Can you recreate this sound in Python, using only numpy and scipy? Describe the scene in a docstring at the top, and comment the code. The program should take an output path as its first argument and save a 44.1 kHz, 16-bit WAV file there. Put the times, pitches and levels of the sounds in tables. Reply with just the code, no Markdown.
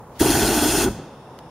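"""A faint sputter and a tick, then a hard hiss: a propane burner fires once outdoors at night.
Gas jets through the open valve, catches with a whump and roars. After the valve shuts the flame
lasts a moment longer, the last fireball flutters out and a faint whistling hiss stays.
Trees and buildings echo the burst over a low, steady background rush; one small tick follows."""
import sys
import numpy as np
from scipy import signal
from scipy.fft import rfft, irfft, next_fast_len
from scipy.io import wavfile
from scipy.ndimage import uniform_filter1d, map_coordinates

SR = 44100
rng = np.random.default_rng(int(sys.argv[2]) if len(sys.argv) > 2 else 0)


def to_wav(s):
    """Save 16-bit WAV."""
    ch = np.atleast_2d(s).T  # columns
    pcm = np.round(np.clip(ch, -1, 1) * 32767)  # PCM
    wavfile.write(sys.argv[1], SR, pcm.astype(np.int16))


N = 66150

OPEN_S, SHUT_S, SHUT_DB_PER_S = 0.1908, 0.8438, 600  # valve; the pipe empties behind it
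LIGHT_S, STARVE_S, STARVE_DB_PER_S = 0.2018, 0.883, 903  # flame

# Nozzle hiss. Each row: frequency in Hz, relative level in dB.
JET_SPECTRUM = [(600, -28), (1300, -4), (1700, -2), (2050, -2.5), (2300, -8), (2700, 1.5), (3300, 2),
                (3900, -3.5), (4250, 0), (5300, -1), (6700, 1.5), (7500, -2), (8800, 1.5), (9200, 1.5),
                (9570, 4), (10100, -2), (10500, 0.5), (11900, -4.5), (14800, -5), (15600, -14)]
# Hiss width. Each row: frequency in Hz, side over mid in dB.
JET_SIDE = [(1000, -46), (2600, -48), (3300, -11.5), (3800, -29), (4500, -6), (7000, -7), (7900, -28),
            (9800, -19), (11700, 1), (13000, -19), (15000, -4.5)]
# Hiss balance. Each row: frequency in Hz, left minus right in dB.
JET_BALANCE = [(1000, 0), (3300, 0), (4000, .5), (5000, -1), (6200, 3), (8000, 0.5), (9600, -0.5),
               (10600, 5.5), (12500, -2.5), (14500, -1)]
# One close reflection of the hiss. 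Each row: frequency in Hz, gain.
BOUNCE_GAIN = [(1000, 0.14), (2500, 0.44), (4000, 0.23), (7000, 0.3), (8500, 0.042), (12000, 0.18)]
# First gas through the valve. Each row: frequency in Hz, relative level in dB.
SPIT_SPECTRUM = [(500, -26), (1200, -20), (1750, 5.5), (2350, -12), (4300, -7), (5800, -9), (9400, -6.5),
                 (15000, -8)]
# Low flame resonance. Each row: frequency in Hz, relative level in dB.
THROB_SPECTRUM = [(100, -52), (170, -14), (215, -6), (270, -3), (325, 1), (410, -3.5), (500, -19),
                  (650, -51)]
# Swings of that resonance. Each row: time in seconds, relative level in dB.
THROB_ENVELOPE = [(0.21, -15.5), (0.218, -11.5), (0.238, -28.5), (0.252, -16), (0.294, -23.5), (0.304, -18),
                  (0.34, -27.5), (0.366, -20.5), (0.596, -21), (0.608, -42), (0.618, -17.5), (0.744, -23.5),
                  (0.754, -15.5), (0.77, -30), (0.78, -16), (0.796, -24.5), (0.862, -18), (0.89, -16.5)]
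# Turbulent burning. Each row: frequency in Hz, relative level in dB.
ROAR_SPECTRUM = [(400, -17), (520, -8.5), (630, 0), (790, 0.5), (900, -0.5), (1030, -8), (1250, -10),
                 (1750, -20), (2400, -33), (4000, -52)]
# Upper flame band. Each row: frequency in Hz, relative level in dB.
HOWL_SPECTRUM = [(900, -33), (1280, -11.5), (1480, 3.5), (1800, -16.5), (2050, -8.5), (2500, -19.5),
                 (5000, -48)]
# Plume rumble. Each row: frequency in Hz, relative level in dB.
RUMBLE_SPECTRUM = [(15, -22), (30, -17), (52, 3), (85, -1), (118, 0.5), (160, -7.5), (260, -40.5)]
# Swell and fade of the plume. Each row: time in seconds, level in dB.
RUMBLE_ENVELOPE = [(.198, -49), (.214, -22), (.25, -27), (.44, -25.5), (.5, -34), (.85, -31.5), (.9, -30.5),
                   (.95, -39), (1.0, -51), (1.15, -55)]
# Pops of unburnt gas. Each row: time in seconds, peak in dB.
GAS_POPS = [(0.2131, -8.5), (0.78, -11)]
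# Last gas burning off. Each row: frequency in Hz, relative level in dB.
FIREBALL_SPECTRUM = [(50, -35), (110, -1), (190, 1.5), (280, -3.5), (450, -7.5), (900, -18), (2000, -29.5),
                     (4000, -55)]
# Narrow image of fire and ticks. Each row: frequency in Hz, side over mid in dB.
NARROW_SIDE = [(40, -60), (150, -65), (700, -66), (2000, -48), (5000, 5)]
# Outdoor echo decay. Each row: frequency in Hz, T60 in seconds.
ECHO_T60 = [(150, 0.4), (700, 1), (3000, 0.94), (7000, 0.59), (14000, 0.24)]
# Echo colour. Each row: frequency in Hz, gain in dB.
ECHO_GAIN = [(100, -15), (400, -25), (1500, -14.5), (4000, -14), (9000, -13.5), (15000, -25)]
# Echo width. Each row: frequency in Hz, side over mid in dB.
ECHO_SIDE = [(130, -48), (300, -46), (640, -44), (1400, -38), (3100, -10), (7000, -1.5)]
# Sputter of the lifting valve. Each row: frequency in Hz, relative level in dB.
LEAK_SPECTRUM = [(1200, -18), (2100, 1), (3800, 0), (6000, -1.5), (8000, -9), (11000, -11), (15000, -16)]
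# Whistling hiss after the burst. Each row: frequency in Hz, relative level in dB.
SEEP_SPECTRUM = [(1200, -2), (2300, -8), (2750, 2), (3150, -7), (3580, 4), (4100, -11), (5050, -4),
                 (5380, 1.5), (5900, -9), (7500, -18), (9000, -18), (10000, -9), (10600, -22), (15000, -30)]
# Dry ticks. Each row: start in seconds, level in dB.
TICK_EVENTS = [(.174, -47), (1.388, -38)]
# Tick colour. Each row: frequency in Hz, relative level in dB.
TICK_SPECTRUM = [(600, -16), (1300, 6), (2000, 0), (2450, -9), (3100, 3), (3900, -6), (7000, -13.5),
                 (12000, -13), (15000, -23)]
# Outdoor rush. Each row: frequency in Hz, relative level in dB.
BACKGROUND_SPECTRUM = [(15, -57), (25, -31), (70, -17), (102, -7), (134, -1), (223, -6), (249, -2),
                       (301, -5.5), (439, -5), (476, -3), (659, -7.5), (775, -6.5), (863, -4),
                       (2280, -30.5), (2480, -32), (5280, -44.5), (9840, -39), (14800, -58), (16000, -66)]
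# Width of rush, leak and seep. Each row: frequency in Hz, side over mid in dB.
AIR_SIDE = [(60, -33), (130, -30), (290, -28), (640, -22), (1410, -10), (3100, -0.5), (6820, -2.5),
            (15000, -8)]

TIME_S = np.arange(N) / SR


def amp(db):
    """Decibels to gain."""
    return 10 ** (np.asarray(db) / 20)


def unit_rms(x):
    """Scale to rms 1."""
    return x / np.sqrt(np.mean(x ** 2) + 1e-20)


def at_hz(rows, hz):
    """Interpolate rows on a log frequency axis."""
    row_hz, values = np.transpose(rows)
    return np.interp(np.log(hz + 1), np.log(row_hz + 1), values)


def envelope(rows):
    """Gain per sample from rows of seconds and dB."""
    return amp(np.interp(TIME_S, *np.transpose(rows)))


def gate(start_s, rise_s, stop_s, fall_db_per_s):
    """Linear rise, hold, exponential fall."""
    attack = np.clip((TIME_S - start_s) / rise_s, 0, 1)
    return attack * amp(-fall_db_per_s * np.maximum(TIME_S - stop_s, 0))


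def wobble(knots_per_s):
    """Smooth random curve."""
    return map_coordinates(rng.standard_normal(4096), [TIME_S * knots_per_s], mode="wrap")


def filtered(x, response):
    """Apply a frequency response."""
    size = next_fast_len(N + SR // 2)
    return irfft(rfft(x, size) * response(np.fft.rfftfreq(size, 1 / SR)), size)[..., :N]


def noise(spectrum, width=NARROW_SIDE):
    """Coloured stereo noise, rms 1."""
    colour = lambda hz: amp(at_hz(spectrum, hz)) * amp([0 * hz, at_hz(width, hz)])
    mid, side = filtered(rng.standard_normal((2, N)), colour)
    return unit_rms(np.array([mid + side, mid - side]))


def flame():
    """Turbulent burning: a puffing low throb, a rough roar and a howl, over the plume's rumble."""
    resonance = noise(THROB_SPECTRUM)
    swing = uniform_filter1d(np.abs(signal.hilbert(resonance[0])), int(0.016 * SR))
    puffs = amp(1.8 * wobble(65))
    puffing = unit_rms(puffs * resonance / swing ** 0.6)  # chance swings partly evened out
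    throb = amp(-0.3) * envelope(THROB_ENVELOPE) * puffing
    sag_db = 4 * (TIME_S - LIGHT_S)
    churn = amp(0.8 * wobble(45.1) + 1.5 * wobble(300) - sag_db)
    roar = amp(-26) * churn * noise(ROAR_SPECTRUM)
    howl_db = -31 - 130 * np.maximum(TIME_S - SHUT_S, 0)
    howl = amp(howl_db) * churn * noise(HOWL_SPECTRUM)
    rumble = envelope(RUMBLE_ENVELOPE) * noise(RUMBLE_SPECTRUM)
    burning = gate(LIGHT_S, 0.01, STARVE_S, STARVE_DB_PER_S)
    lengthening = gate(LIGHT_S, 0.08, STARVE_S, STARVE_DB_PER_S)  # howl builds as the flame grows
    return burning * (throb + roar) + lengthening * howl + rumble


def jet(bounce_s=0.001187, spit_s=0.195):
    """Gas spits, then hisses from the nozzle while the valve is open; the pressure sags slowly."""
    sag_db = TIME_S - OPEN_S  # 1 dB per second
    flow_db = -23 - sag_db + 0.7 * wobble(60.4) + 0.87 * wobble(700)
    comb = lambda hz: 1 + at_hz(BOUNCE_GAIN, hz) * np.exp(-2j * np.pi * hz * bounce_s)
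    pan = lambda hz: amp(np.outer([0.5, -0.5], at_hz(JET_BALANCE, hz)))
    turbulence = eddies(noise(JET_SPECTRUM, JET_SIDE))
    hiss = unit_rms(filtered(turbulence, lambda hz: comb(hz) * pan(hz)))
    spit_gate = gate(spit_s, rise_s=0.0023, stop_s=spit_s + 0.0046, fall_db_per_s=350)
    spit = amp(-26) * spit_gate * noise(SPIT_SPECTRUM, JET_SIDE)
    return gate(OPEN_S, 0.015, SHUT_S, SHUT_DB_PER_S) * amp(flow_db) * hiss + spit


def eddies(x, depth_db=1.94, patch_cells=5):
    """Eddies lift and lower narrow stretches of the spectrum briefly."""
    spectra = signal.stft(x, nperseg=512)[2]
    patches = rng.standard_normal(spectra.shape[1:])
    for axis in (0, 1):
        patches = uniform_filter1d(patches, patch_cells, axis)
    return signal.istft(spectra * amp(depth_db * unit_rms(patches)), nperseg=512)[1][:, :N]


def pops(width_s=0.00054):
    """Pockets of gas catch, each with one short pressure pulse."""
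    return -sum(amp(db) * np.exp(-((TIME_S - at_s) / width_s) ** 2) for at_s, db in GAS_POPS)


def fireball():
    """The last gas burns off in the air, low and fluttering, and goes out."""
    level_db = -32.5 - 27 * (TIME_S - STARVE_S) + 2.2 * wobble(35.2)
    burning = gate(SHUT_S, rise_s=0.055, stop_s=1.02, fall_db_per_s=197)
    return amp(level_db) * burning * noise(FIREBALL_SPECTRUM)


def echo(x):
    """Diffuse echo off trees and buildings; the treble is wider and dies first."""
    hz, delay_s, spectra = signal.stft(rng.standard_normal((2, SR)), SR, nperseg=256)
    decay = amp(-60 * delay_s / at_hz(ECHO_T60, hz)[:, None])
    decay /= np.sqrt(np.mean(decay ** 2, axis=1, keepdims=True) * SR)  # equal energy per band
    colour = amp(at_hz(ECHO_GAIN, hz) + np.array([0 * hz, at_hz(ECHO_SIDE, hz)]))
    tails = signal.istft(spectra * decay * colour[..., None], SR, nperseg=256)[1]
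    mid, side = signal.fftconvolve(x.mean(0)[None], tails, axes=1)[:, :N]
    return np.array([mid + side, mid - side])


def valve(leak_s=0.11):
    """Gas sputters through the lifting valve; a faint whistling hiss stays once it shuts."""
    leak = amp(-50.5 + 3 * wobble(150)) * gate(leak_s, OPEN_S - leak_s, OPEN_S, SHUT_DB_PER_S)
    seep = amp(-59.5) * gate(SHUT_S, rise_s=0.05, stop_s=SHUT_S, fall_db_per_s=0)
    return leak * noise(LEAK_SPECTRUM, AIR_SIDE) + seep * noise(SEEP_SPECTRUM, AIR_SIDE)


def ticks(rise_s=0.0009, fall_db_per_s=3000):
    """Two small dry ticks, before and after the burst."""
    gain = sum(amp(db) * gate(at_s, rise_s, at_s + 0.001, fall_db_per_s) for at_s, db in TICK_EVENTS)
    return gain * noise(TICK_SPECTRUM)


def background():
    """Low, steady outdoor rush."""
    return amp(-42.5 + 0.5 * wobble(39.77)) * noise(BACKGROUND_SPECTRUM, AIR_SIDE)


def scene():
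    """The burst and its echo over the background."""
    burst = jet() + flame() + pops() + fireball()
    return burst + echo(burst) + valve() + ticks() + background()


def record(dry):
    """One narrow dip in the microphone's response, then a band limit."""
    notch_hz, width_hz, notch_db, top_hz = 7890, 253, -9, 15700
    notch = lambda hz: amp(notch_db * np.exp(-((hz - notch_hz) / width_hz) ** 2))
    return filtered(dry, lambda hz: notch(hz) * (hz < top_hz))


dry = scene()
out = record(dry)
to_wav(out)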